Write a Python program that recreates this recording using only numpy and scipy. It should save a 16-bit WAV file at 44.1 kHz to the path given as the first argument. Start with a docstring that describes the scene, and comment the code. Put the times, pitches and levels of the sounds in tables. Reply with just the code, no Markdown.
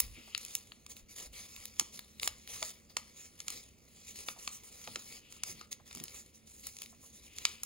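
"""Small room, at a table: fingers fold and pinch the tip of a stiff paper figure, close to a pair of microphone ports.
The paper buckles in short dry snaps and tick runs: an impulse and decaying noise, coloured facet by facet.
Skin and layers rub with a fine grainy hiss: noise roughened by tiny random slips, shaped by each stroke.
Hands pat the sheet and table (soft bands of noise) and slide with a breathy scrape (noise in a gliding resonance).
Sparse close echoes and a short tail follow, over a quiet low rumble and a faint wavering hum."""
import sys
import numpy as np
from scipy import signal
from scipy.fft import rfft, irfft
from scipy.io import wavfile
from scipy.ndimage import uniform_filter1d

SR = 44100
rng = np.random.default_rng(int(sys.argv[2]) if len(sys.argv) > 2 else 0)


def wrap_up_sound(samples):
    """Save the sound to the file named by the first command line argument, as 16-bit audio."""
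    columns = np.atleast_2d(samples).T
    # keep every value between -1 and 1, then stretch to whole-number steps
    tamed = np.clip(columns, -1, 1)
    steps = np.round(tamed * 32767).astype(np.int16)
    wavfile.write(sys.argv[1], SR, steps)


N = 337365
TIME_S = np.arange(N) / SR

# Room noise, spectrum shape: pitch_hz, relative_level_db
ROOM_SPECTRUM = [(20, -17.5), (45, -2.5), (72, 4), (110, -4), (170, -6), (220, -3), (300, -9), (500, -11.5),
                 (900, -27), (1600, -23), (2400, -23), (7500, -42.5), (15500, -37)]
# Finger strokes along the paper: start_s, length_s, relative_friction_db, hiss_over_sheet_db
STROKES = [(0, 0.055, -52.5, -18), (0.379, 0.21, -58.5, 5.5), (0.884, 0.051, -60, 9),
           (0.949, 0.056, -61.5, 6.5), (1.08, 0.065, -60.5, 5.5), (1.148, 0.12, -53.5, 4.5),
           (1.321, 0.14, -53.5, 1), (1.468, 0.22, -60, 4), (1.78, 0.026, -52, -3), (1.916, 0.07, -58, 8),
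           (2.208, 0.063, -47, 7.5), (2.475, 0.12, -51, 5), (2.591, 0.12, -52.5, 5.5),
           (2.89, 0.026, -59, -13), (2.962, 0.047, -62, 6), (3.156, 0.12, -59, 4.5),
           (3.375, 0.074, -63.5, 5), (3.455, 0.15, -55, 1.5), (4.055, 0.078, -58.5, 5),
           (4.142, 0.1, -54, 2), (4.25, 0.079, -54.5, 7), (4.38, 0.14, -57, 4), (4.512, 0.059, -57.5, 11.5),
           (4.625, 0.071, -64, 10.5), (4.706, 0.38, -59, 4), (5.047, 0.14, -54, 0.5),
           (5.296, 0.088, -59, 2), (5.448, .08, -50, 4.5), (5.536, 0.11, -58, -16), (5.708, 0.016, -46, 8),
           (5.847, 0.32, -59.5, 1.5), (6.129, 0.089, -56.5, 5), (6.205, 0.1, -67, 1),
           (6.333, 0.046, -67.5, 8.5), (6.456, 0.45, -66.5, 10), (6.625, 0.072, -53, 1),
           (6.78, 0.083, -59, 2), (6.89, 0.037, -73, 16.5), (7, 0.1, -70, 15.5), (7.12, 0.076, -65, 8),
           (7.213, 0.072, -65.5, 7.5), (7.346, 0.21, -56, 0.5)]
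ATTACK_S, RELEASE_S, ARCH_DB = 0.016, 0.011, 4  # a stroke sets in, is fastest halfway, and dies away
HISS_GROWTH = 1.11  # exponent: hiss grows faster with speed than the sheet's body does
# Held paper creeping under the fingertips between strokes: time_s, relative_friction_db
CREEP = [(0, -62.5), (.6, -66), (.8, -72), (1.05, -78), (1.5, -67), (1.9, -63), (2.15, -69), (2.7, -61.5),
         (2.87, -75), (3.08, -66), (3.35, -69.5), (3.62, -62.5), (3.75, -75), (4.0, -64), (4.75, -64.5),
         (5.7, -76.5), (6.7, -72.5), (7.6, -67)]
CREEP_BRIGHT_DB = 1  # hiss over sheet while creeping
# What the rubbed sheet radiates, spectrum shape: pitch_hz, relative_level_db
SHEET_SPECTRUM = [(150, -2.5), (500, -0.5), (850, -8), (1250, -4.5), (1600, -5), (2200, 3), (3000, -1.5),
                  (3900, 2), (5000, 3), (6500, -6.5), (12000, -10.5)]
# Hiss of the fibres at the contact, spectrum shape: pitch_hz, relative_level_db
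HISS_SPECTRUM = [(1500, -71), (4000, -61.5), (5700, 0.5), (6300, 8.5), (7300, 7), (9200, 2), (11000, -1.5),
                 (12500, -10), (13900, -14), (15200, -4.5), (16000, 4)]
# Paper facets buckling, before the hollow ring and echoes: start_s, strength_db (near 3 kHz), then relative to
# that low_db (near 1.2 kHz), high_db (near 7.2 kHz), top_db (near 15 kHz)
SNAPS = [(0.0004, -2, -2, 8.5, 10.5), (0.349, 3.5, -15, -10.5, -32), (0.3781, -13, -8.5, 9, -4),
         (0.4503, -17, -25, 7, 0), (0.5526, -6, -16, 10, 2.5), (0.72, -13.5, -6.5, -30, -29),
         (0.8644, -21, -4, 6, -10), (0.9675, -19.5, -20, -14, -3), (1.5635, -16, -27, -13, -5),
         (1.6551, -13.5, -15, 2, 2), (1.797, 1.5, -4.5, 9, -6.5), (1.8095, -15, 5, 6, -15),
         (1.9924, -11.5, -5.5, -8, -3), (2.198, -7, -20, -5, -19), (2.2312, -0.5, -12.5, -12, -9),
         (2.2759, 1.1, -1, 3, -8), (2.4756, -16, -8, -7, -5), (2.6274, -3, -2.5, 2, -19),
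         (2.9684, -1, 1, 4, -15), (3.4032, -12.5, -12, 4.5, -17), (3.482, -7, -4, 5, -10),
         (3.5029, -15.5, -2.5, 8.5, 0), (4.2856, -3, 2, -7, -31), (4.4765, -3, -1.5, -1.5, -23),
         (4.875, -12, -4, -5.5, -38), (4.9583, -5, 1, 0.5, -28), (5.4355, -6, -5.5, 7.5, -8),
         (5.6119, -19.5, 10.5, 2, -42), (5.7284, -12, -28, 7, -18), (5.911, -18.5, 0, -9, -20),
         (5.95, -21, -1.5, 10, 0), (5.9725, -20, -1, 0, -2), (6.0006, -16, -8, 3, -17),
         (6.0388, -20, -6, 11, 9.5), (6.082, -17, -14, -1, -26), (6.6689, -20, 3, 13.5, 9),
         (6.788, -24, -20, 9, -15), (6.8195, -12.5, -12.5, -0.5, -1), (6.8605, -19, -26, -8, -9),
         (7.3848, -11, -15, 5, -14), (7.453, 9, -11, -1.5, -22), (7.634, -15, 3, 12.5, 6.5)]
RING_S, RING_DOUBLING_DB = 0.002037, 17.5  # decay at low_db 0; a larger facet has more bass, rings longer
# A crease giving way in a run of tiny ticks: start_s, length_s, mean_strength_db
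CRACKLES = [(0.442, 0.13, -25), (5.322, .04, -24), (5.9, .16, -25), (6.741, .12, -25)]
TICKS_PER_S, TICK_SPREAD_DB = 31, 2.5
# Colour of one tick, relative to its strength: low_db, high_db, top_db as for the snaps
TICK_COLOUR = (-9, 6.2, -9)
STRAY_TICK_DB = 23  # mean tick strength above the friction level
# Soft pats on the sheet and the table: start_s, relative_level_db, centre_hz, rise_s
PATS = [(0.003, -46.5, 46, 0.041), (0.166, -54, 218, 0.013), (.275, -56, 940, 0.0043),
        (1.014, -56, 44.5, 0.016), (1.205, -59, 360, 0.0069), (1.257, -53.5, 43.8, 0.027),
        (1.58, -60, 44.7, .02), (1.807, -48.5, 220, 0.0053), (2.28, -58, 60, 0.029),
        (2.52, -61.5, 100, 0.041), (2.623, -36.5, 815, 0.0035), (4.358, -57.5, 706, 0.01),
        (4.872, -44.5, 600, 0.0051), (4.873, -53.5, 142, 0.022), (4.956, -49, 303, 0.0085),
        (5.463, -55.5, 159, 0.038), (5.795, -57.5, 890, 0.0049), (5.945, -53.5, 203, 0.022),
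        (6.001, -47.5, 196, 0.015), (6.924, -61.5, 930, 0.0066), (7.025, -63, 830, 0.01)]
# Sheet and hand sliding over the table: start_s, end_s, relative_level_db, first_resonance_hz, last_resonance_hz
SLIDES = [(0.107, .37, -60.5, 2320, 2950), (5.173, 5.6, -66.5, 2750, 2750),
          (7.224, 7.69, -63.5, 2630, 2750)]
# Phase by which the left port leads the right: pitch_hz, lead_rad
LEAD = [(300, -.2), (1200, .6), (1550, 2.7), (2000, 1.3), (3200, .7), (4900, 1.1), (5800, 2.7), (6700, .9),
        (7300, 1), (7900, 3.1), (9000, 3.3), (9900, 6.28), (11400, 6.4), (11900, 9.4), (13400, 9.5),
        (14000, 12.56)]
# Level of the left port over the right, for fully alike sound: pitch_hz, left_minus_right_db
BALANCE = [(50, 0.5), (200, -4.5), (600, -4.5), (1400, 0), (1750, -3), (2600, 4.5), (5100, 6.5),
           (6100, -4.5), (7100, -3.5), (8300, 1.5)]
# Likeness of the two ports: pitch_hz, likeness (0 to 1)
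LIKENESS = [(50, .95), (300, .68), (1000, .88), (5000, .9), (9000, .985)]
EDGE_HZ = 15800  # upper band limit of the recorder


def from_db(db):
    """Amplitude factor of a level in dB."""
    return 10 ** (np.asarray(db) / 20)


def unit_rms(x):
    """Brings each channel to rms 1."""
    return x / np.sqrt(np.mean(x ** 2, axis=-1, keepdims=True) + 1e-20)


def read(points, hz):
    """Joins (Hz, value) points by straight lines on a log-frequency axis."""
    point_hz, value = np.transpose(points)
    return np.interp(np.log(hz + 1), np.log(point_hz + 1), value)


def add(mix, start_s, sound):
    """Lays a sound into the mix at its time, cut off at the end."""
    part = mix[:, max(round(start_s * SR), 0):][:, :sound.shape[1]]
    part += sound[:, :part.shape[1]]


def colour(x, spectrum):
    """Filters x by a spectrum shape and brings it to rms 1."""
    gain = from_db(read(spectrum, np.fft.rfftfreq(N, 1 / SR)))
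    return unit_rms(irfft(rfft(x) * gain, N))


def wander(rate_hz):
    """Slow random motion of rms 1, fading out above the given rate."""
    hz = np.fft.rfftfreq(N, 1 / SR)
    slow = rfft(rng.standard_normal(N)) / (1 + (hz / rate_hz) ** 2)
    return unit_rms(irfft(slow, N))


def resonate(x, hz, width_hz):
    """A resonance that can glide: shifts hz down to zero, smooths, and shifts back, with gain 1."""
    turn = np.exp(2j * np.pi * np.cumsum(hz * np.ones(x.shape[-1])) / SR)
    r = np.exp(-np.pi * width_hz / SR)
    smooth = signal.lfilter([1 - r], [1, -r], x / turn + 1e-18)
    return 2 * (turn * smooth).real


def room_noise(level_db=-65.0, hum_hz=220, hum_db=-76.0):
    """Low rumble of the building, with a faint hum that wavers in pitch and level."""
    phase = 2 * np.pi * np.cumsum(hum_hz + 4 * wander(8.06)) / SR
    hum = np.sin(phase) * (1 + 0.5 * wander(6.6))
    rumble = colour(rng.standard_normal((2, N)), ROOM_SPECTRUM)
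    return from_db(level_db) * rumble + from_db(hum_db) * unit_rms(hum)


def friction():
    """Strength of the sheet's body and of the hiss: stroke power on top of the held paper's creep."""
    creep_db = np.interp(TIME_S, *np.transpose(CREEP))
    power = from_db([creep_db, creep_db + CREEP_BRIGHT_DB]) ** 2
    t = np.arange(SR // 2) / SR
    for start_s, length_s, level_db, bright_db in STROKES:
        progress = np.minimum(t / length_s, 1)
        arch = from_db(-ARCH_DB * (2 * progress - 1) ** 2)
        release = np.exp(-np.maximum(t - length_s, 0) / RELEASE_S)
        speed = np.minimum(t / ATTACK_S, 1) * arch * release
        body_and_hiss = np.array([speed, from_db(bright_db) * speed ** HISS_GROWTH])
        add(power, start_s, (from_db(level_db) * body_and_hiss) ** 2)
    return np.sqrt(power)


def drifting(x, patchy_db=2.5):
    """The contact point moves over the sheet, so the colour of the sound shifts in patches."""
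    z = signal.stft(x, SR, nperseg=512)[2]
    patches = uniform_filter1d(rng.standard_normal(z.shape[1:]), size=7, axis=0)  # across pitch
    patches = uniform_filter1d(patches, size=12, axis=1)  # along time
    gain = from_db(patchy_db * patches / patches.std())
    return signal.istft(z * gain, SR, nperseg=512)[1][:, :N]


def rubbing(slips_per_s=1000, spread_db=4.0, slip_decay_s=0.0023, grain_db=-2, flutter_db=0.94, flutter_hz=60, sheet_db=1):
    """Fibres catch and let go in countless tiny slips, which hiss and shake the sheet."""
    body, hiss = friction()
    sizes = from_db(spread_db * np.minimum(rng.exponential(1, N), 5.5))
    sizes *= rng.random(N) < slips_per_s / SR
    # slips add in power, each dying away
    slip_power = signal.lfilter([1], [1, -np.exp(-1 / (slip_decay_s * SR))], sizes ** 2)
    grain = from_db(grain_db) * unit_rms(np.sqrt(slip_power))
    drive = unit_rms(rng.standard_normal((2, N)) * np.hypot(1, grain))
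    grip = from_db(flutter_db * wander(flutter_hz))  # the finger's grip is never even
    sheet_sound = from_db(sheet_db) * body * colour(drive, SHEET_SPECTRUM)
    hiss_sound = hiss * colour(drive, HISS_SPECTRUM)
    return grip * drifting(sheet_sound + hiss_sound)


def causal(db):
    """Minimum-phase response with the given gains: no sound before the blow."""
    log_gain = np.log(from_db(np.maximum(db, -100)))
    circle = np.concatenate([log_gain, log_gain[-2:0:-1]])
    return np.exp(np.conj(signal.hilbert(circle)))[:len(db)]


def snap(level_db, low_db, high_db, top_db, ring_s, crack=2.56, creep_db=-8, creep_s=0.00051, size=2048, order=90):
    """A facet creeps, flips with one crack, and bending waves rebound in the sheet for a few milliseconds."""
    t = (np.arange(size) - order) / SR  # the crack falls at t = 0
    hz = np.fft.rfftfreq(size, 1 / SR)
    before = from_db(creep_db) * np.exp(-abs(t) / creep_s)
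    after = np.exp(-abs(t) / max(ring_s, 1 / SR))
    waves = rng.standard_normal((2, size)) * np.where(t < 0, before, after)
    waves[0, order] += crack  # the crack is common to both ports
    z = rfft(waves)
    # the rebounds ripple the spectrum; the facet sets its broad shape
    broad_db = 10 * np.log10(uniform_filter1d(abs(z) ** 2, size=70, axis=1))
    shape = [(100, low_db - 16.0), (600, low_db - 9.5), (1200, low_db), (1600, low_db / 2 - 2),
             (2200, 0.015), (4500, 0), (5800, high_db - 2), (7200, high_db - 0.5),
             (10000, (high_db + top_db) / 2), (13200, top_db - 4.5), (15300, top_db)]
    responses = np.array([causal(read(shape, hz) - b) for b in broad_db])
    return t[0], from_db(level_db) * irfft(z * responses)


def ticks(size=24, count=50):
    """Tiny facets flip in turn while a crease gives way, and now and then under the rubbing fingers."""
    rows = []
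    for start_s, length_s, strength_db in CRACKLES:
        times = (np.arange(size) + rng.random(size)) / TICKS_PER_S
        levels = strength_db + TICK_SPREAD_DB * rng.standard_normal(size)
        rows += [(start_s + s, level, *TICK_COLOUR) for s, level in zip(times, levels) if s < length_s]
    at = rng.integers(0, N, count)  # stray ticks, anywhere in the scene
    friction_db = 20 * np.log10(friction()[0, at])
    levels = friction_db + STRAY_TICK_DB + TICK_SPREAD_DB * rng.standard_normal(count)
    return rows + [(s, level, *TICK_COLOUR) for s, level in zip(TIME_S[at], levels)]


def buckling(body_hz=1270, body_width_hz=230, body_db=-5):
    """All the snaps and ticks of the folds; each leaves a brief hollow ring."""
    out = np.zeros((2, N))
    for start_s, level_db, low_db, high_db, top_db in SNAPS + ticks():
        ring_s = RING_S * 2 ** (low_db / RING_DOUBLING_DB)
        offset_s, sound = snap(level_db, low_db, high_db, top_db, ring_s)
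        add(out, start_s + offset_s, sound)
    return out + from_db(body_db) * resonate(out, body_hz, body_width_hz)


def pats(gain_db=-2.5, spread=1.6):
    """Finger pads and the side of the hand land softly: dull thuds with no ring."""
    out = np.zeros((2, N))
    for start_s, level_db, centre_hz, rise_s in PATS:
        u = np.arange(int(8 * rise_s * SR)) / (rise_s * SR)  # time in units of the rise
        push = u * np.exp(1 - u)
        edges_hz = [centre_hz / spread, centre_hz * spread]
        band = signal.butter(2, edges_hz, "band", fs=SR, output="sos")
        noise = signal.sosfilt(band, rng.standard_normal((2, SR // 2)))[:, -len(u):]  # settled part
        thud = unit_rms(noise * push) * np.sqrt(np.mean(push ** 2))
        add(out, start_s, from_db(level_db + gain_db) * thud)
    return out


def sliding(width_hz=900, waver_db=-2.5):
    """A smooth, breathy scrape: noise in one broad resonance that moves with the stroke."""
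    out = np.zeros((2, N))
    for start_s, end_s, level_db, first_hz, last_hz in SLIDES:
        noise = rng.standard_normal((2, SR))[:, :int((end_s - start_s) * SR)]
        hz = np.linspace(first_hz, last_hz, noise.shape[1])
        scrape = unit_rms(resonate(resonate(noise, hz, width_hz), hz, 2 * width_hz))
        fade = signal.windows.tukey(len(hz), 0.3)
        add(out, start_s, from_db(level_db) * scrape * fade)
    return out * from_db(waver_db * wander(18))


def room(x, t60_low_s=0.42, t60_high_s=0.21, early_db=7, early_s=0.0086, taps_per_s=4000):
    """Close echoes from hands and table, then the short tail of the room, dying sooner in the treble."""
    t = np.arange(SR // 2) / SR
    taps = rng.standard_normal((2, len(t)))
    taps *= (rng.random((2, len(t))) < taps_per_s / SR) * (t > 0.002)
    taps *= 1 + from_db(early_db) * np.exp(-t / early_s)
    hz, age_s, z = signal.stft(taps, SR, nperseg=256)
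    t60_s = read([(1500, t60_low_s), (12000, t60_high_s)], hz)[:, None]
    decay = np.exp(-np.log(1000) * age_s / t60_s)  # 60 dB down after t60
    tail = signal.istft(z * decay, SR, nperseg=256)[1]
    tail /= np.linalg.norm(tail, axis=1, keepdims=True)
    return signal.fftconvolve(x, tail, axes=1)[:, :N]


def ports(pair):
    """A common and a stray version become left and right: alike, but apart in phase and level."""
    hz = np.fft.rfftfreq(N, 1 / SR)
    common, stray = rfft(pair)
    alike = np.clip(read(LIKENESS, hz), 0, 1)
    side = from_db(read(BALANCE, hz))
    blend = alike * common + np.sqrt(1 - alike ** 2) * stray
    right = blend * np.exp(-1j * read(LEAD, hz))
    even_power = np.sqrt(2 / (1 + side ** 2))
    return irfft(np.array([common * side, right]) * even_power, N)


def scene(snap_room_db=-13, rub_room_db=-15):
    """Paper and hands on the table, their echoes and the room's own noise, heard at the two ports."""
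    snaps = buckling()
    handling = rubbing() + sliding() + pats()
    echoes = room(from_db(snap_room_db) * snaps + from_db(rub_room_db) * handling)
    return ports(snaps + handling + echoes + room_noise())


def record(dry):
    """The recorder's band limit: a steep linear-phase low-pass."""
    low_pass = signal.firwin(255, EDGE_HZ, window=("kaiser", 9), fs=SR)
    return signal.oaconvolve(dry, low_pass[None], "same", axes=1)


dry = scene()
out = record(dry)
wrap_up_sound(out)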